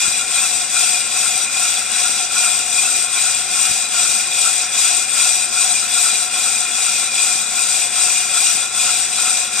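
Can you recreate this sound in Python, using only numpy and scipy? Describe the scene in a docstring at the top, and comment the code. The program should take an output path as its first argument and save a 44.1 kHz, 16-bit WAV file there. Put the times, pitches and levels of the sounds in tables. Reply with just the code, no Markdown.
"""A bright, ringing rasp that swells and eases once a turn: a brake lathe skimming an out-of-round
cast-iron drum, a hand's width from a phone with two microphone ports. Chips breaking off the bit
ring the drum and the boring bar, and a broad scrape fills the space between their modes.
Soft thuds reach the left port, and the motor hums underneath."""
import sys
import numpy as np
from scipy import signal
from scipy.fft import rfft, irfft
from scipy.io import wavfile
from scipy.ndimage import uniform_filter1d

SR = 44100
rng = np.random.default_rng(int(sys.argv[2]) if len(sys.argv) > 2 else 0)


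def generate_wav(signal):
    """Clip the signal to [-1, 1] and save it as 16-bit WAV at the path in sys.argv[1]."""
    frames = np.transpose(np.atleast_2d(signal))
    scaled = np.clip(frames, -1, 1) * 32767
    pcm = np.round(scaled).astype(np.int16)
    wavfile.write(sys.argv[1], SR, pcm)


N = 423360

# The ring of drum and bar. Each row: pitch in Hz, pole width in Hz, left and right level in dB.
RING_MODES = [(739.6, 87, -38.5, -41), (1075, 70, -46, -44.5), (1390.4, 145, -35, -33.5),
              (2448, 115, -28.8, -29.3), (2637, 88, -38.5, -37.0), (2819, 27, -37.5, -43.5),
              (3430, 130, -31.5, -35), (3743, 246, -35, -35), (3942, 60, -35.5, -33.5),
              (4805, 170, -44, -33.5), (5290, 120, -110.0, -33.5), (5708, 100, -34.5, -33),
              (5980, 320, -34, -29), (6590, 110, -108.7, -32), (6870, 150, -30.5, -31.5),
              (7200, 140, -29.5, -46), (7490, 65, -28.5, -45.4), (7770, 180, -25.5, -37),
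              (8150, 220, -22.5, -38), (8350, 135, -20.6, -33.9), (8565, 110, -22, -34),
              (8870, 270, -29.5, -42), (9546, 130, -32.5, -110.0), (9750, 260, -110.0, -45.3),
              (10750, 305, -41, -60), (12000, 400, -40.5, -60), (12506, 312, -47.8, -69.3),
              (12800, 170, -49.5, -69.1), (13297, 305, -49, -70), (13722, 104, -52, -75.0)]
# Spots on the drum where a mode flares or fades. Each row: rough pitch of the mode in Hz,
# place and width in turns, boost in dB.
MODE_FLARES = [(1070, 0.92, 0.099, 6), (1382, .13, 0.057, 7), (1382, 0.896, 0.035, 7.5),
               (1382, .35, .06, -1.5), (1382, .52, 0.031, 3), (2445, 0.93, .03, 4.5),
               (2445, 0.34, 0.015, 3.5), (2630, 0.083, .04, 6), (3430, 0.81, 0.048, 4.5),
               (6900, .06, .08, 2)]
# How hard ring and scrape ride the cut. Each row: frequency in Hz, dB of swing per dB of force.
FORCE_RESPONSE = [(700, 1.3), (1400, 0.12), (3000, 1.05), (8000, 1.42), (12000, 1.65)]
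# Stereo spread of the ring. Each row: frequency in Hz, phase lead of the right port in radians.
RIGHT_LEAD = [(1400, .1), (3500, -.2), (3950, -1.2), (4840, -1), (5700, .7), (6000, -1.8), (6900, -1.3),
              (7200, 1.2), (8400, 1.5)]
def drum_ring(force_db, treble_db, turns, grit):
    """Breaking chips ring each mode of drum and bar; each port hears its own level and phase."""
    out = np.zeros((2, N))
    for hz, width_hz, left_db, right_db in RING_MODES:
        drive_db = over_hz(FORCE_RESPONSE, hz) * force_db + treble_db * (hz > 6000) + 1.45 * walk(25)
        for flare_hz, place, width, boost_db in MODE_FLARES:
            if abs(flare_hz / hz - 1) < .03:
                drive_db += boost_db * spot(turns, place, width)
        ring = resonance(undb(drive_db) * grit * rng.standard_normal(N), hz, width_hz)
        out[0] += undb(left_db) * ring.real
        out[1] += undb(right_db) * (ring * np.exp(1j * over_hz(RIGHT_LEAD, hz))).real
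    return out


# The colour of the scrape. Each row: frequency in Hz, left and right base level in dB per Hz.
SCRAPE_COLOUR = [(600.0, -72.5, -74), (880, -67, -78.5), (1140, -68.5, -75.5), (1790, -65.5, -67.9),
                 (2200.0, -62, -62.8), (2900, -64.5, -64.5), (3980, -63, -64.5), (4860, -60, -60.5),
                 (6260, -60.5, -60.6), (7600.0, -54.5, -65), (9030, -58, -82), (10120, -66, -84),
                 (11400.0, -71.5, -110.0), (13900.0, -80.5, -106.7)]
# The scrape widens toward the top. Each row: frequency in Hz, likeness of the ports from 0 to 1.
SCRAPE_LIKENESS = [(300, 1), (2500, 0.75), (4000, 0.32), (6000, 0.09), (10000, 0)]
# Notches where neighbouring modes cancel. Each row: centre in Hz, width in Hz, gain in dB.
NOTCHES = [(930, 38, -4), (1200, 48, -9), (3035, 65, -10), (4240, 90, -8), (6400, 73, -2), (9900, 120, -5),
           (11400, 250, -3), (13550, 120, -8)]
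def bit_scrape(force_db, treble_db, grit, ripple_db=3.0):
    """The bit's broad rasp, in octave bands that each ride the cutting force by their own amount."""
    hz = np.arange(N // 2 + 1) * SR / N
    notch_db = sum(db * np.exp(-((hz - mid_hz) / width_hz) ** 2) for mid_hz, width_hz, db in NOTCHES)
    # countless weak modes ripple the spectrum: some 35 Hz wide, deeper in the treble
    ripple_depth = ripple_db * np.clip(hz / 6000, .45, 1)
    shared, left, right = [walk(130)[:len(hz)] * ripple_depth for _ in range(3)]
    left_db = over_hz(SCRAPE_COLOUR, hz) + notch_db + .8 * shared + .6 * left
    right_db = over_hz(SCRAPE_COLOUR, hz, column=2) + notch_db + .8 * shared + .6 * right
    low_cut = 1 / (1 + (450 / (hz + 1)) ** 4)
    spectra = noise_spectra(left_db, right_db, over_hz(SCRAPE_LIKENESS, hz)) * low_cut
    out = 0
    for mid_hz in (400, 800, 1600, 3200, 6400, 12800):
        band = np.clip(1 - np.abs(np.log2(np.clip(hz, 400, 12800) / mid_hz)), 0, 1)
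        ride_db = over_hz(FORCE_RESPONSE, mid_hz) * force_db + treble_db * (mid_hz > 6000)
        out += irfft(spectra * band, N) * unit(undb(ride_db + 1.1 * walk(14)))
    return out * (.7 + 0.34 * grit)


# Slow drift as the bit feeds across. Each row: time in seconds, force in dB, treble lift in dB.
FEED_DRIFT = [(0, -2, 0), (1.6, -0.5, -1), (3.2, -1.5, 0), (4.8, -1, 0), (6.4, -1.5, -0.5), (8, -1, 0.1),
              (9.6, -1.5, -0.6)]
# Hollows where the bit nearly lifts, different on odd and even turns.
# Each row: place in turns within a two-turn cycle, width in turns, force change in dB.
HOLLOWS = [(.62, .075, -2.1), (1.69, .055, -3.2)]
def cutting_force(turn_s=.4012, ease_turns=.72, ease_db=-3.2):
    """The cut is deepest at the drum's high spot, eases round the turn, then bites in again."""
    t = np.arange(N) / SR
    turns = t / turn_s
    times, feed_db, treble_db = np.transpose(FEED_DRIFT)
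    depth_db = np.interp(turns % 1, [0, ease_turns, 1], [0, ease_db, 0])
    depth_db += sum(db * spot(turns, place, width, every=2) for place, width, db in HOLLOWS)
    force_db = depth_db + np.interp(t, times, feed_db) + 0.45 * walk(8)
    return force_db, np.interp(t, times, treble_db), turns


def chip_grit(scatter_db=1.0, chips_per_s=900):
    """Chips break off one after another, each with its own size: a gritty, stepped gain."""
    hold = int(SR / chips_per_s)
    sizes = undb(scatter_db * rng.exponential(size=N // hold + 1))
    return unit(np.repeat(sizes, hold)[:N])


# The standout thuds, probably chips striking the phone by its left port.
# Each row: start in seconds, left peak in dB, push time in milliseconds.
LOUD_THUDS = [(.082, -22, .9), (.467, -27, .5), (.552, -31, 1.4), (1.285, -28, .5), (1.355, -29, .9),
              (2.063, -30, 1.1), (2.096, -16, .3), (3.697, -22.5, 0.85), (3.713, -21.5, 1.2),
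              (4.095, -23, .6), (5.745, -27, .6), (7.355, -22, .5), (8.066, -22, 0.44), (8.554, -27, 0.69),
              (9.279, -25, 0.49)]
def port_thuds(turns, tries_per_s=25, faint_db=-40, spread_db=8, leak_db=-14):
    """Single low pushes on the left port that leak to the right; faint ones crowd early in each turn."""
    when, size, chance, length = rng.random((int(tries_per_s * N / SR), 4)).T
    place = turns[(when * N).astype(int)] % 1
    odds = .1 + np.exp(-((place - .22) / .17) ** 2)
    faint = np.transpose([when * N / SR, faint_db + spread_db * size ** 2, .3 + .7 * length])
    out = np.zeros(N + SR)
    for start_s, peak_db, push_ms in np.vstack([LOUD_THUDS, faint[chance < odds]]):
        age = np.arange(SR // 30) / SR * 1000 / push_ms
        at = max(int((start_s - push_ms / 1000) * SR), 0)
        push = age * np.exp(-age) * (1 - age / 2)  # a quick dent, then a slower swing back
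        out[at:at + len(push)] -= undb(peak_db) * push / push.max()
    return out[:N] * np.array([[1], [undb(leak_db)]])


# The rumble bed. Each row: frequency in Hz, base level in dB per Hz.
RUMBLE_COLOUR = [(20, -90), (60, -83.5), (130, -81), (320, -75.5), (620, -75), (900, -97)]
# The rumble is widest at the bottom. Each row: frequency in Hz, likeness of the ports from 0 to 1.
RUMBLE_LIKENESS = [(30, 0), (70, .3), (150, .6), (700, .75)]
# The drone of frame and gearbox. Each row: pitch in Hz, pole width in Hz, level in dB before panning.
FRAME_MODES = [(215, 27, -54), (244, 12, -58.5), (281.4, 19, -60), (364.2, 27, -54.5), (470, 55, -54),
               (557, 43, -53.5), (694, 25, -59), (728, 18, -43.5), (773, 56, -47.5), (863, 37, -55.5),
               (978, 30, -56.5), (1071, 18, -51), (1123, 25, -57.5)]
# The motor's hum tones. Each row: pitch in Hz, base level in dB.
HUM_TONES = [(29.6, -70), (76, -63), (119.8, -58), (150, -61), (203, -61.5)]
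def motor(lean_db=0.46):
    """The drive rumbles, shakes the lathe's frame and hums with a slight waver, panned a touch left."""
    hz = np.arange(N // 2 + 1) * SR / N
    rumble_db = over_hz(RUMBLE_COLOUR, hz) - 20 * np.log10(1 + (hz / 1500) ** 2)
    out = irfft(noise_spectra(rumble_db, rumble_db, over_hz(RUMBLE_LIKENESS, hz)), N)
    for mode_hz, width_hz, mode_db in FRAME_MODES:
        out += undb(mode_db) * resonance(rng.standard_normal(N), mode_hz, width_hz).real
    for tone_hz, tone_db in HUM_TONES:
        phase = 2 * np.pi * np.cumsum(tone_hz * (1 + 0.00302 * walk(2.8))) / SR
        out += np.sqrt(2) * undb(tone_db + 1.1 * walk(4)) * np.sin(phase)
    return out * undb(np.array([[lean_db], [-lean_db]]))


def resonance(drive, hz, width_hz):
    """A complex pole applied twice, so the valleys between modes stay dark; each part has rms 1."""
    pole = np.exp((2j * hz - width_hz) * np.pi / SR)
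    return np.sqrt(2) * unit(signal.lfilter([1], [1, -2 * pole, pole ** 2], drive))


def noise_spectra(left_db, right_db, likeness):
    """Spectra of two partly alike noises, their colours given in dB per Hz."""
    left, other = rfft(rng.standard_normal((2, N)))
    likeness = np.clip(likeness, 0, 1)
    right = likeness * left + np.sqrt(1 - likeness ** 2) * other
    return np.sqrt(SR / 2) * np.array([undb(left_db) * left, undb(right_db) * right])


def spot(turns, place, width, every=1):
    """A bell-shaped bump at one place that comes back every so many turns."""
    distance = (turns - place + every / 2) % every - every / 2
    return np.exp(-(distance / width) ** 2 / 2)


def walk(rate):
    """A wobble of rms 1 that glides to a new random level `rate` times a second."""
    hold = int(SR / rate)
    steps = np.repeat(rng.standard_normal(N // hold + 1), hold)
    return unit(uniform_filter1d(steps, hold)[:N])


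def over_hz(table, hz, column=1):
    """A table column at hz, interpolated on a log-frequency axis."""
    rows = np.array(table, float)
    return np.interp(np.log(np.maximum(hz, 1)), np.log(rows[:, 0]), rows[:, column])


def undb(db):
    return 10 ** (np.asarray(db) / 20)


def unit(x):
    return x / np.sqrt(np.mean(np.abs(x) ** 2))


def scene():
    """Ring and scrape share one force and one stream of chips; motor and thuds sit beneath."""
    force_db, treble_db, turns = cutting_force()
    grit = chip_grit()
    cut = drum_ring(force_db, treble_db, turns, grit) + bit_scrape(force_db, treble_db, grit)
    return cut + motor() + port_thuds(turns)


def record(dry):
    """The phone rounds off peaks near full scale and cuts the top."""
    knee, ceiling, top_hz = .6, .88, 14100
    headroom = ceiling - knee
    excess = np.maximum(np.abs(dry) - knee, 0)
    rounded = np.sign(dry) * (np.minimum(np.abs(dry), knee) + headroom * np.tanh(excess / headroom))
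    return signal.sosfilt(signal.ellip(14, .3, 80, top_hz, fs=SR, output="sos"), rounded)


dry = scene()
out = record(dry)
generate_wav(out)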